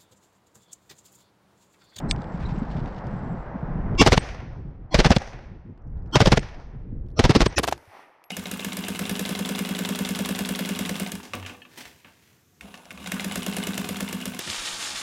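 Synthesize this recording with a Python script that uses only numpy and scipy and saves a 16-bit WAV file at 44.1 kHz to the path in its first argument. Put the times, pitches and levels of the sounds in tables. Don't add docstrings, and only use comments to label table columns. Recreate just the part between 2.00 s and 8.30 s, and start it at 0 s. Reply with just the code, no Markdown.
import sys
import numpy as np
from scipy import signal
from scipy.fft import rfft, irfft, next_fast_len
from scipy.io import wavfile
from scipy.ndimage import uniform_filter1d

SR = 44100
rng = np.random.default_rng(int(sys.argv[2]) if len(sys.argv) > 2 else 0)


def ratio(d):
    e = np.asarray(d, float) / 20
    return 10 ** e


def store_wav(level_fs):
    pcm = np.round(np.clip(np.atleast_2d(level_fs), -1, 1) * 32767)
    wavfile.write(sys.argv[1], SR, pcm.T.astype(np.int16))


N = 277830
TIME = np.arange(N) / SR
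CUT_S = 5.553

# start in seconds, crack peak in dB, thump in dB, length in ms.
SHOTS = [(2.014, -6, -7, 14.3), (2.071, -9.5, -7.5, 13), (2.128, -8.5, -16, 13.7), (2.943, -7.5, -15, 12.2),
         (2.999, -10, -5, 9), (3.057, -10, -5, 12), (3.114, -10, -18, 12.5), (4.154, -6.5, -10, 12.7),
         (4.212, -8.5, -6.5, 10), (4.269, -11.5, -12, 12), (4.324, -13, -7, 13.5), (5.191, -9, -5, 11),
         (5.25, -12, -6, 7.6), (5.304, -12.5, -10, 10), (5.359, -12.5, 4, 9.5), (5.413, -13, -10.5, 15.3)]
# time in seconds, microphone sway in dB, slope echo in dB,
# brightness of the burst's blows in dB.
BURST_ENDS = [
    (2.196, -34.5, -37.5, 1.5),
    (3.179, -32, -40.5, -3.5),
    (4.395, -35.5, -43, -1),
    (5.477, -30.5, -44, -0.5),
    (5.745, -46, -60, -1),
]
# frequency in Hz, level in dB.
FIRST_COLOUR = [(18, -38), (30, 5), (103, -8), (148, -1.5), (277, -8.5), (411, -8), (770, -13),
                (1050, -18.5), (5620, -27), (7120, -35.5), (12000, -46.5), (14300, -61.5), (15000, -95)]
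# frequency in Hz, level in dB.
SECOND_COLOUR = [(20, -44), (60, -2), (170, -14.5), (400, -9), (810, -9), (1110, -11.5), (4680, -20.5),
                 (8000, -23.5), (11300, -25), (12100, -47), (13000, -23), (14800, -31.5), (15700, -50.5)]
# frequency in Hz, level in dB.
CLICK_COLOUR = [(600, -26), (1400, 11.5), (5000, -1), (8500, -16), (10000, -24), (11000, -48.5),
                (12000, -36.5), (12800, -52), (15700, -54)]

BEFORE_SHOTS = TIME < SHOTS[0][0]
SECOND_CAMERA = TIME > CUT_S


def shape(x, points, lo_hz=0, hi_hz=3e4):
    size = next_fast_len(len(x) + 8192)
    f = np.fft.rfftfreq(size, 1 / SR) + 1
    hz, db = np.transpose(points)
    edges = np.sqrt((1 + (lo_hz / f) ** 8) * (1 + (f / hi_hz) ** 8))
    gain = ratio(np.interp(np.log(f), np.log(hz), db)) / edges
    return irfft(rfft(x, size) * gain, size)[:len(x)] / np.sqrt(np.mean(gain ** 2))


def coloured(envelope, points, lo_hz=0, hi_hz=3e4):
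    return shape(envelope * rng.standard_normal(len(envelope)), points, lo_hz, hi_hz)


def patchy(points, spread_db):
    hz, db = np.transpose(points)
    f = np.geomspace(hz[0], hz[-1], num=32)
    hills = spread_db * rng.standard_normal(len(f))
    return np.transpose([f, np.interp(np.log(f), np.log(hz), db) + hills])


def walk(rate):
    k = int(SR / rate)
    steps = np.repeat(rng.standard_normal(N // k + 1), k)
    return 1.6 * uniform_filter1d(uniform_filter1d(steps, k), k)[:N]


def curve(rows, quiet_db=-120):
    s, db = np.transpose(rows)
    return ratio(np.interp(TIME, s, db, quiet_db, quiet_db))


def swell(s, db, rise_db_s, fall_db_s):
    t = TIME - s
    return ratio(db + np.where(t < 0, rise_db_s, -fall_db_s) * t)


def die_away(t, t60_s):
    return np.exp(-np.log(1000) * t / t60_s)


def add(out, s, x):
    i = int(s * SR)
    out[max(i, 0):i + len(x)] += x[max(-i, 0):N - i]


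def rings(table, cycles):
    out, t = np.zeros(N), np.arange(4096) / SR
    for s, db, hz in table:
        u = t * hz / cycles
        envelope = ratio(db + 7) * u * np.exp(-u * 2.9) * 2.75
        add(out, s, envelope * np.sin(2 * np.pi * (hz * t + rng.random())))
    return out


def wind():
    # time in seconds, level in dB.
    gusts = [(0, -31.5), (.18, -29), (.252, -36.5), (.592, -30.5), (.834, -30.5), (.926, -38),
             (1.25, -28.5), (1.47, -39), (1.95, -27), (2.24, -42), (2.68, -40), (2.85, -47), (3.2, -44.5),
             (3.81, -51), (3.9, -38.5), (4.585, -46.5), (4.9, -39), (5.55, -45)]
    # frequency in Hz, level in dB.
    wind_colour = [(8.8, -34.5), (15, 0.5), (43, 2.5), (101, -5), (162, 2), (282, -9.5), (332, -12.5),
                   (500, -24), (650, -40.5), (1100, -120)]
    # frequency in Hz, level in dB.
    gust_colour = [(47, -26), (80, 5.5), (258, -8.5), (410, -17), (465, -17), (639, -30.5), (700, -36),
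                   (910, -72), (1540, -120)]
    # start in seconds, peak in dB, pitch in Hz.
    pops = [(0.057, -24.5, 134), (0.136, -27.5, 109), (0.343, -19, 165), (0.408, -24, 148),
            (0.461, -23, 178), (0.521, -16.5, 147), (0.575, -16.5, 177), (0.619, -16.5, 209),
            (0.703, -39, 173), (0.752, -21, 163), (0.815, -21.5, 128), (1.161, -26, 161),
            (1.295, -28, 111.5), (1.384, -29, 168), (1.496, -26, 163), (1.555, -19, 200),
            (1.628, -17.5, 148.4), (1.754, -17.5, 166), (1.845, -20.5, 173), (1.928, -18.5, 109),
            (2.65, -28, 158), (3.9, -46.5, 107.5), (4.759, -27.5, 125), (4.882, -46, 123.8),
            (4.924, -28.5, 237), (5.874, -46.5, 95)]
    sway = sum(swell(s, db, 300, 420.5) for s, db, *_ in BURST_ENDS)
    gust = curve(gusts) + ratio(-78.5) * SECOND_CAMERA
    flutter = (gust + ratio(-8) * sway) * ratio(3.0 * walk(45) - 2.5)
    out = coloured(flutter * BEFORE_SHOTS, wind_colour, 100)
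    out += coloured(flutter * ~BEFORE_SHOTS, gust_colour, 100)
    rumble_db = np.where(BEFORE_SHOTS, -1.5, np.where(SECOND_CAMERA, -10.5, 5))
    rumble = gust * ratio(rumble_db) + sway
    out += coloured(rumble * ratio(2.0 * walk(18) - 0.96), wind_colour, 0, 100)
    return out + rings(pops, 2.1)


def slope_throb():
    out = np.zeros(N)
    for s, *_ in SHOTS:
        for delay_s in (.058, .275):
            add(out, s + delay_s, 10.5 * np.exp(-TIME[:4096] * 1000 / 3.7))
    return uniform_filter1d(out, size=128)


def distant_air():
    # low edge in Hz, high edge in Hz, steady hiss in dB, echo in dB,
    # echo rise in dB/s, echo fall in dB/s.
    far_bands = [
        (338, 1383, -38.5, -1, 400, 49),
        (1380, 3000, -60.5, -2.5, 248.5, 62.5),
        (3000, 5200, -76, -9.5, 250, 78),
        (5200, 16000, -85, -14, 249, 105),
    ]
    late_tilt_db = [-2.5, -5.5, -14.5, -26]
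    # frequency in Hz, level in dB.
    far_colour = [(250, 1.5), (400, 5), (800, 6.5), (1200, -0.5), (1900, 2.5), (3000, -5.5), (4000, -7.5),
                  (6000, -4), (7500, -22), (10000, -26.5), (12300, -33), (15500, -54.5)]
    # time in seconds, gain in dB.
    duck = [(2, -22), (2.75, -29), (2.94, -23), (3.75, -28.5), (4.1, -16.5), (4.75, -35.5), (5.15, -25),
            (5.56, -10)]
    ducked_db = np.interp(TIME, *np.transpose(duck))
    duck_db = np.where(BEFORE_SHOTS, 0, np.where(SECOND_CAMERA, -31, ducked_db))
    late_echo = swell(6, -51, 59, 75.5) * SECOND_CAMERA
    unevenness_db = np.where(BEFORE_SHOTS, .63, np.where(SECOND_CAMERA, 2.2, 1.6))
    throb = slope_throb()
    out = np.zeros(N)
    for (lo, hi, hiss_db, echo_db, rise, fall), late_db in zip(far_bands, late_tilt_db):
        echo = 0
        for s, _, db, _ in BURST_ENDS:
            same_camera = SECOND_CAMERA == (s > CUT_S)
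            echo = echo + swell(s + 0.032, db + echo_db, rise, fall) * same_camera
        level = ratio(hiss_db + duck_db) + echo * ~BEFORE_SHOTS + ratio(late_db) * late_echo
        out += coloured(level * ratio(throb + unevenness_db * walk(25) - 2.5), far_colour, lo, hi)
    out += coloured(ratio(-12) * late_echo, far_colour, 170, 380)
    return out + coloured(swell(6, -72, -1, 103.5) * SECOND_CAMERA, SECOND_COLOUR, 8700)


def thin_hiss():
    colour = [(7200, -36), (7320, 0), (7480, 0), (7620, -12.5), (7880, 0), (8000, -31), (8450, -36.5),
              (8525, -2.5), (8600, -41.5), (11400, -40.5), (11900, -24.5), (12500, -26), (12800, -45)]
    level = swell(1.4, -79.5, .5, 70) * BEFORE_SHOTS
    return coloured(level * ratio(3 * walk(30) + 2.5 * walk(5)), colour)


def clicks():
    # start in seconds, peak in dB, pitch in Hz.
    click_events = [(0.0014, -38, 2540), (0.113, -22, 2100), (0.162, -42, 2950), (0.219, -39.5, 3500),
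                    (0.243, -45, 2860), (0.3591, -54, 2600), (0.6312, -48, 3820), (0.656, -59, 2630),
                    (0.713, -48, 3060), (0.768, -42, 2750), (0.802, -45, 2530), (0.8594, -44, 3200),
                    (0.877, -42, 2530), (0.9462, -47, 2710), (0.9854, -55, 2680), (1.069, -44, 5000),
                    (1.951, -46.5, 2530), (3.184, -27.5, 5500), (3.7763, -60, 4100), (3.9744, -63, 2720),
                    (4.0619, -61, 4900), (4.393, -27, 5170), (5.0644, -60, 2520), (5.0857, -57, 3400),
                    (5.5503, -55.5, 5970), (5.5872, -30, 9600), (5.778, -43, 2970), (5.854, -53, 3650),
                    (6.24, -45, 2550)]
    lead_s = .01
    out, t = np.zeros(N), np.arange(8192) / SR - lead_s
    impulse = 1. * (np.arange(len(t)) == np.argmax(t > 0))
    fall = (t > 0) * die_away(t, 0.012)
    for s, db, hz in click_events:
        colour = CLICK_COLOUR if s < CUT_S + .01 else SECOND_COLOUR
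        edge = coloured(fall, colour, 1600) + ratio(8.0) * shape(impulse, colour, 1200)
        ring = coloured(fall ** .5, [(hz, -30), (hz, 0), (hz * 1.9, -30)], 1500, 9000)
        add(out, s - lead_s, ratio(db - 3) * (edge + ratio(-12) * ring))
    return out


def jacket():
    # time in seconds, level in dB.
    rustle = [(0, -88), (.27, -68), (.33, -65), (.39, -66), (.46, -61.5), (.53, -61), (.6, -64.5),
              (.72, -61), (.84, -66), (1.08, -69.5), (1.9, -89.5)]
    grains = rng.random(N) < 3000 / SR
    size_db = 3.2 * np.minimum(rng.exponential(size=N), 3)
    fibres = grains * ratio(size_db) * ratio(2.5 * walk(40))
    fibres = signal.lfilter([1], [1, -.985], fibres)
    return coloured(curve(rustle) * fibres / np.std(fibres), CLICK_COLOUR, 1000, 7500)


def selector():
    # frequency in Hz, level in dB, time to fall 60 dB in seconds.
    modes = [(1480, -7, 0.011), (1840, -4, 0.013), (2520, 2.5, 0.018), (3520, 3, .02), (4650, 2.5, 0.023),
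             (5300, -10, 0.031), (6100, -12.5, 0.051), (6900, -11, .04), (8100, -6.5, 0.04),
             (8530, -6.5, 0.04), (11800, -33, .05), (14000, -28, .02), (15300, -30, .015)]
    out, t = np.zeros(N), np.arange(4096) / SR
    x = 0
    for hz, db, t60 in modes:
        fall = die_away(t, 0.0058) + ratio(-12.5) * die_away(t, t60)
        beat = np.cos(2 * np.pi * (60 + 120 * rng.random()) * t)
        x = x + ratio(db) * fall * np.sin(2 * np.pi * (hz * t + rng.random())) * beat
    add(out, .1113, ratio(-12.5) * x * (1 - np.exp(-t / 0.00029)))
    return out


def smears():
    # end of the swell in seconds, lead in ms, level in dB, thump in dB, band width in Hz.
    smear_events = [
        (0.113, 25, -41, -58, 130),
        (2.016, 32.1, -14, -19.5, 26.2),
        (2.943, 30, -31, -33.5, 50.4),
        (4.155, 27, -24, -27, 24.9),
        (5.193, 27, -32, -40, 120.3),
        (5.584, 21.1, -22.5, -24.5, 116),
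    ]
    # frequency in Hz, level in dB.
    smear_bands = [
        [(4110, 2), (4640, -6), (5300, 2), (6190, -7), (7260, -6), (8060, 2), (8540, -9)],
        [(1076, -9.5), (2265, -8), (2766, -4.5), (3320, -11), (3600, -14.5), (4000, -21.5), (4800, -20.5),
         (4500, -21), (4960, -14.5), (5350, -10.5), (5760, -20), (5900, -26.5), (7450, -21), (8850, -32.5),
         (9130, -35.5)],
        [(711, 4), (980, 1), (2010, -25), (2680, -27), (3220, -10), (3330, -7), (4260, -4), (4540, -20),
         (4830, -14.5), (5290, -16), (5850, -13), (6870, -29)],
        [(888, -5.5), (1080, -6), (1350, -4), (1820, -25), (3040, -4), (3230, 1.5), (4370, -11.5), (5390, -10),
         (5940, -10.5), (6420, -29), (7730, -21), (11500, -30), (12500, -43)],
        [(592, 1), (1230, -8), (2450, -24), (4170, -15), (4450, -17), (5360, -7), (5810, -6.5), (7320, -28)],
        [(1830, -2.5), (2540, -2), (4100, -12), (4900, -10), (6000, 1), (5400, 1), (7000, -5)],
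    ]
    low_colour = [(60, -21.0), (120, -1.5), (230, 8.5), (340, 14.0), (500, -40.5)]
    out = np.zeros(N)
    for (s, ms, db, thump_db, width), bands in zip(smear_events, smear_bands):
        t = np.arange(int(ms * 1.4e-3 * SR)) / SR
        k = int(SR / max(width * 2.5, 180))
        x = 0
        for hz, band_db in bands:
            beat = rng.standard_normal((2, 4096))
            beat = uniform_filter1d(uniform_filter1d(beat, k), k)[:, :len(t)]
            beat = beat / np.sqrt(np.hypot(*beat))
            tone = beat[0] * np.cos(2 * np.pi * hz * t) + beat[1] * np.sin(2 * np.pi * hz * t)
            x = x + ratio(band_db) * tone / np.sqrt(np.mean(beat ** 2))
        low = coloured(np.ones(4096), low_colour)[:len(t)]
        bed = coloured(np.ones(len(t)), patchy(FIRST_COLOUR, 8.7), 1600, 7300)
        x = ratio(db) * (x / np.std(x) + bed / 4.5) + ratio(thump_db) * low
        rise = np.sin(np.pi / 2 * t / t[-1]) ** 2.5
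        stop = 1 - np.exp((t - t[-1]) / .001)
        add(out, s - t[-1], x * rise * stop)
    return out


def faint_ticks():
    # start in seconds, peak in dB, pitch in Hz.
    ticks = [(.272, -60, 4500), (.322, -57, 5000), (.415, -58, 4300), (.466, -51, 5500), (.505, -55, 4500),
             (.588, -56, 6500), (1.043, -58, 4500), (3.822, -75, 5500), (3.874, -68, 5500),
             (3.903, -73, 4800), (3.99, -69, 5020), (4.024, -70, 5000), (4.074, -65, 5200),
             (4.114, -56, 4950), (5.103, -59.5, 4100), (5.115, -63, 4500), (5.153, -70, 3500)]
    out, t = np.zeros(N), np.arange(8192) / SR
    for s, db, hz in ticks:
        colour = [(hz / 2.2, -30), (hz / 1.1, -3), (hz, 0), (hz * 1.2, -8), (hz * 2.2, -35)]
        add(out, s, ratio(db) * coloured(np.exp(-t / 0.0014), colour, 1500, 11000))
    return out


def brass_cases():
    # start in seconds, frequency in Hz, peak in dB, time to fall 60 dB in seconds.
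    pings = [(0.451, 3930, -39, 0.064), (0.453, 3780, -42, 0.047), (.457, 4130, -44, 0.053),
             (.4, 9150, -68, 0.11), (.59, 7750, -54, 0.037), (2.19, 8190, -37, 0.062),
             (4.393, 8300, -41, 0.035), (5.476, 8200, -39, 0.05), (6.24, 11500, -54, 0.16)]
    out, t = np.zeros(N), np.arange(8192) / SR
    envelope = (1 + 0.57 * np.sin(2 * np.pi * 55 * t)) * (1 - np.exp(-t / 0.0035)) ** 2
    for s, hz, db, t60 in pings:
        add(out, s, ratio(db) * envelope * np.sin(2 * np.pi * hz * t) * die_away(t, t60))
    return out


def lurches():
    # centre in seconds, peak in dB, pitch in Hz.
    lurch_events = [(1.9986, -7, 240), (2.0099, -0.5, 233), (2.0123, -14.5, 45), (2.0177, -9, 330),
                    (2.0217, -6, 218), (2.0323, -13.5, 112), (2.0662, -7, 330), (2.0762, -6, 105),
                    (2.0857, -13, 132), (2.0863, -15, 41), (2.1248, -9, 67.4), (2.174, -16.5, 49),
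                    (2.1799, -7, 150), (2.9494, -8.5, 170), (2.9564, -11, 50.4), (2.9926, -9.5, 304),
                    (2.9997, -18, 201), (3.0056, -7.5, 332), (3.0063, -11.7, 34), (3.0573, -7.0, 145),
                    (3.0635, -17, 34.7), (3.0683, -8.5, 146), (3.111, -9, 74), (3.1122, -12.5, 170),
                    (3.1688, -6, 158), (4.1618, -12.5, 103), (4.1624, -9.5, 325), (4.171, -7, 121),
                    (4.211, -13.5, 80), (4.2177, -8.5, 327), (4.222, -6, 144), (4.2649, -14.5, 144),
                    (4.2698, -11.5, 35), (4.274, -6, 330), (4.279, -5.5, 154), (4.3206, -15.0, 45),
                    (4.3222, -11.5, 310), (4.3257, -6.5, 131), (4.3372, -7, 144), (4.3745, -17.5, 38.3),
                    (4.3782, -14.5, 112), (5.2002, -11, 95), (5.1995, -5, 338), (5.2077, -13, 201),
                    (5.2469, -9, 122), (5.2522, -11, 34.7), (5.2535, -12.5, 335), (5.26, -9.5, 144),
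                    (5.2975, -3.5, 340), (5.3046, -4, 144), (5.354, -14, 144), (5.3661, -8, 328),
                    (5.3665, -12.5, 68), (5.4065, -8.5, 257), (5.422, -8.4, 326), (5.4249, -9, 40.3),
                    (5.4654, -8.5, 340), (5.4697, -13.5, 136)]
    out, t = np.zeros(N), np.arange(8192) / SR
    middle_s = t[4096]
    for s, db, hz in lurch_events:
        cycles = (t - middle_s) * hz
        bump = np.exp(-(cycles / 0.39) ** 2 / 2)
        add(out, s - middle_s, ratio(db) * bump * np.sin(2 * np.pi * (cycles + rng.random())))
    return out


def blows(table, colour, top_db, tail_db, tail_ms, thump_stretch, grain_db, lead_db, rise_ms, rear_db=-90):
    lead_ms = 30
    out, t = np.zeros(N), np.arange(8192) / SR * 1000 - lead_ms
    after = np.maximum(t, 0)
    rise = 1 - np.exp(-after / rise_ms)
    spring = coloured(np.ones(16384), [(5300, -30), (5800, 0), (6200, -30)], 4500, 7000)
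    rear_stop = ratio(rear_db) * np.exp(-((after - 17) / 1.4) ** 4)
    for s, crack_db, thump_db, ms, *own_db in table:
        lead_in = coloured((t < 0) * np.exp(t / 8 * (t < 0)), colour, 1400, 12000)
        lead_in *= ratio(crack_db + lead_db)
        song = spring[int(s * SR) % 4096:][:len(t)]
        lead_in += ratio(crack_db + rear_db - 22) * np.exp(-after / 40) * rise * song
        hold = rise * (np.exp(-(after / ms) ** 2) + ratio(tail_db) * np.exp(-after / tail_ms) + rear_stop)
        roar = hold * ratio(grain_db * np.repeat(rng.standard_normal(128), 64))
        crack = ratio(crack_db - 6) * coloured(roar, patchy(colour, 1.5), 450, 6500)
        bright_db = next(row[-1] for row in BURST_ENDS if row[0] > s) + sum(own_db)
        top = coloured(roar * np.exp(-after / 12), colour, 6500)
        top *= ratio(top_db + bright_db + 0.55 * crack_db)
        slow = np.exp(-(after / (ms * thump_stretch)) ** 2) + ratio(-20) * np.exp(-after / 40)
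        thump = coloured(slow * (1 - np.exp(-after / 1.1)), colour, 65, 420)
        thump = 2.1 * np.tanh(thump / 1.39)
        thump *= ratio(thump_db - 13 * (s < CUT_S))
        fade_in = np.minimum((t + lead_ms) / 15, 1)
        add(out, s - lead_ms / 1000, (lead_in + crack + top + thump) * fade_in)
    return out


def first_gun():
    # start in seconds, crack peak in dB, thump in dB, length in ms.
    bolts = [(2.062, -5.5, -9, 8.4), (2.12, -7, -2.5, 9.6), (2.176, -4.5, -9.5, 4.6),
             (2.989, -5, -0.5, 8.4), (3.046, -8.5, -9, 9.3), (3.104, -9.5, -2.5, 8.6),
             (3.163, -8, -15, 7.4), (4.203, -6, -5, 7.7), (4.257, -8, -14, 7.9), (4.318, -9.5, -18, 14.5),
             (4.372, -9.5, -5.5, 8.3), (5.239, -11, -26.5, 17), (5.294, -12.5, -5, 11),
             (5.35, -10, -11.5, 14), (5.405, -7.5, -15, 5.3), (5.46, -9, -10, 7.6)]
    blasts = blows(SHOTS, FIRST_COLOUR, top_db=-26.5, tail_db=-10.0, tail_ms=23.0, thump_stretch=1.0,
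                   grain_db=2.3, lead_db=-36.5, rise_ms=0.78, rear_db=-20.5)
    slams = blows(bolts, FIRST_COLOUR, top_db=-29.0, tail_db=-19.0, tail_ms=7.8, thump_stretch=1.4,
                  grain_db=1.7, lead_db=-22.5, rise_ms=0.77)
    return blasts + slams


def sizzle(blasts):
    level = swell(2.07, -22, 10, 220) * uniform_filter1d(abs(blasts), size=64)
    return coloured(level, [(11000, -26.5), (13000, -8.5), (15500, 1.0), (16500, -19.0)])


def trigger_spring():
    # start in seconds, frequency in Hz, peak in dB, time to fall 60 dB in seconds.
    twangs = [(3.777, 11800, -81, .03), (3.982, 11250, -91, .15), (4.062, 11700, -78.5, 0.038),
              (5.085, 11300, -69, 0.052), (5.1, 11200, -73.5, .12), (5.125, 11300, -76, .1)]
    out, t = np.zeros(N), np.arange(8192) / SR
    for s, hz, db, t60 in twangs:
        tone = np.sin(2 * np.pi * hz * t) * (1 - np.exp(-t / 0.0019))
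        add(out, s, ratio(db) * tone * die_away(t, t60))
    return out


def second_gun():
    # start in seconds, crack peak in dB, thump in dB, brightness in dB.
    second_blows = [(5.581, -8.5, -14, -22), (5.587, -15.5, -30, -2.5), (5.594, -16.5, -17, -1.5),
                    (5.63, -29.5, -33.5, 6), (5.634, -12.5, -28, -0.5), (5.64, -13.5, -37.5, -1.5),
                    (5.646, -23.5, -31, 3.5), (5.671, -25.5, -44, 5), (5.676, -14, -43.5, 0.5),
                    (5.683, -14.5, -29, -4.5), (5.69, -26, -32, 3), (5.712, -27, -56, 1),
                    (5.724, -12.5, -26.5, -2)]
    # start in seconds, peak in dB, pitch in Hz.
    knocks = [(5.589, -20, 890), (5.637, -15, 640), (5.677, -15.5, 734), (5.684, -13.5, 724),
              (5.7245, -10, 813)]
    # start in seconds, peak in dB, pitch in Hz.
    snaps = [(5.5868, -12, 9900), (5.587, -26, 14460), (5.594, -28.5, 10500)]
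    length_ms = 5
    table = [row[:3] + (length_ms, row[3]) for row in second_blows]
    out = blows(table, SECOND_COLOUR, top_db=-25.0, tail_db=-17.5, tail_ms=13.0, thump_stretch=1.0,
                grain_db=3.0, lead_db=-31.5, rise_ms=1.0)
    return out + rings(knocks, 2.4) + rings(snaps, 11)


def tree_returns():
    # start in seconds, peak in dB, pitch in Hz.
    returns = [(5.898, -46, 760), (5.919, -40, 902), (5.935, -39, 721), (5.951, -35, 820),
               (5.969, -37, 880), (5.993, -35, 865), (6.003, -40, 780), (6.13, -64, 735), (6.182, -58, 865),
               (6.196, -48.5, 850), (6.218, -45, 1043)]
    return rings(returns, 2.2)


def valley():
    # start in seconds, peak in dB, pitch in Hz.
    late_returns = [(5.778, -44, 875), (5.79, -50, 1490), (6.13, -52, 777), (6.259, -56, 1060)]
    # time in seconds, level in dB.
    wash = [(5.85, -75), (5.93, -54), (5.97, -51.5), (6.04, -56), (6.1, -63), (6.2, -63), (6.3, -64)]
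    # frequency in Hz, level in dB.
    wash_colour = [(450, -20), (680, -5), (840, 0), (1050, -4), (1300, -5), (1550, -14), (1950, -8),
                   (2500, -14), (3200, -30)]
    return rings(late_returns, 4.3) + coloured(curve(wash) * ratio(1.5 * walk(30)), wash_colour, 300, 3500)


def scene():
    first = first_gun()
    loud = first + second_gun() + lurches() + faint_ticks() + trigger_spring() + valley()
    air = wind() + distant_air() + thin_hiss() + tree_returns()
    handling = clicks() + jacket() + selector() + brass_cases()
    return (np.tanh(loud) + air + handling + smears() + sizzle(first))[None]


def band_limit(x):
    return signal.sosfilt(signal.butter(12, 15750, fs=SR, output="sos"), x)


def record(dry):
    # frequency in Hz, level in dB.
    first_top = [(20, 0.5), (10200, 1.5), (10900, -7), (11600, 0.5), (12400, -2.5), (12900, -11.5),
                 (13600, -13), (15000, -23.5), (16000, -43.5)]
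    x = np.clip(dry[0], -.9, .9)
    x = np.where(TIME < CUT_S, ratio(-2) * shape(x, first_top), x)
    low_pass = signal.ellip(10, .2, 90, 15750, fs=SR, output="sos")
    x = signal.sosfilt(low_pass, x)
    return band_limit(x[None])


dry = scene()
out = record(dry)
store_wav(out)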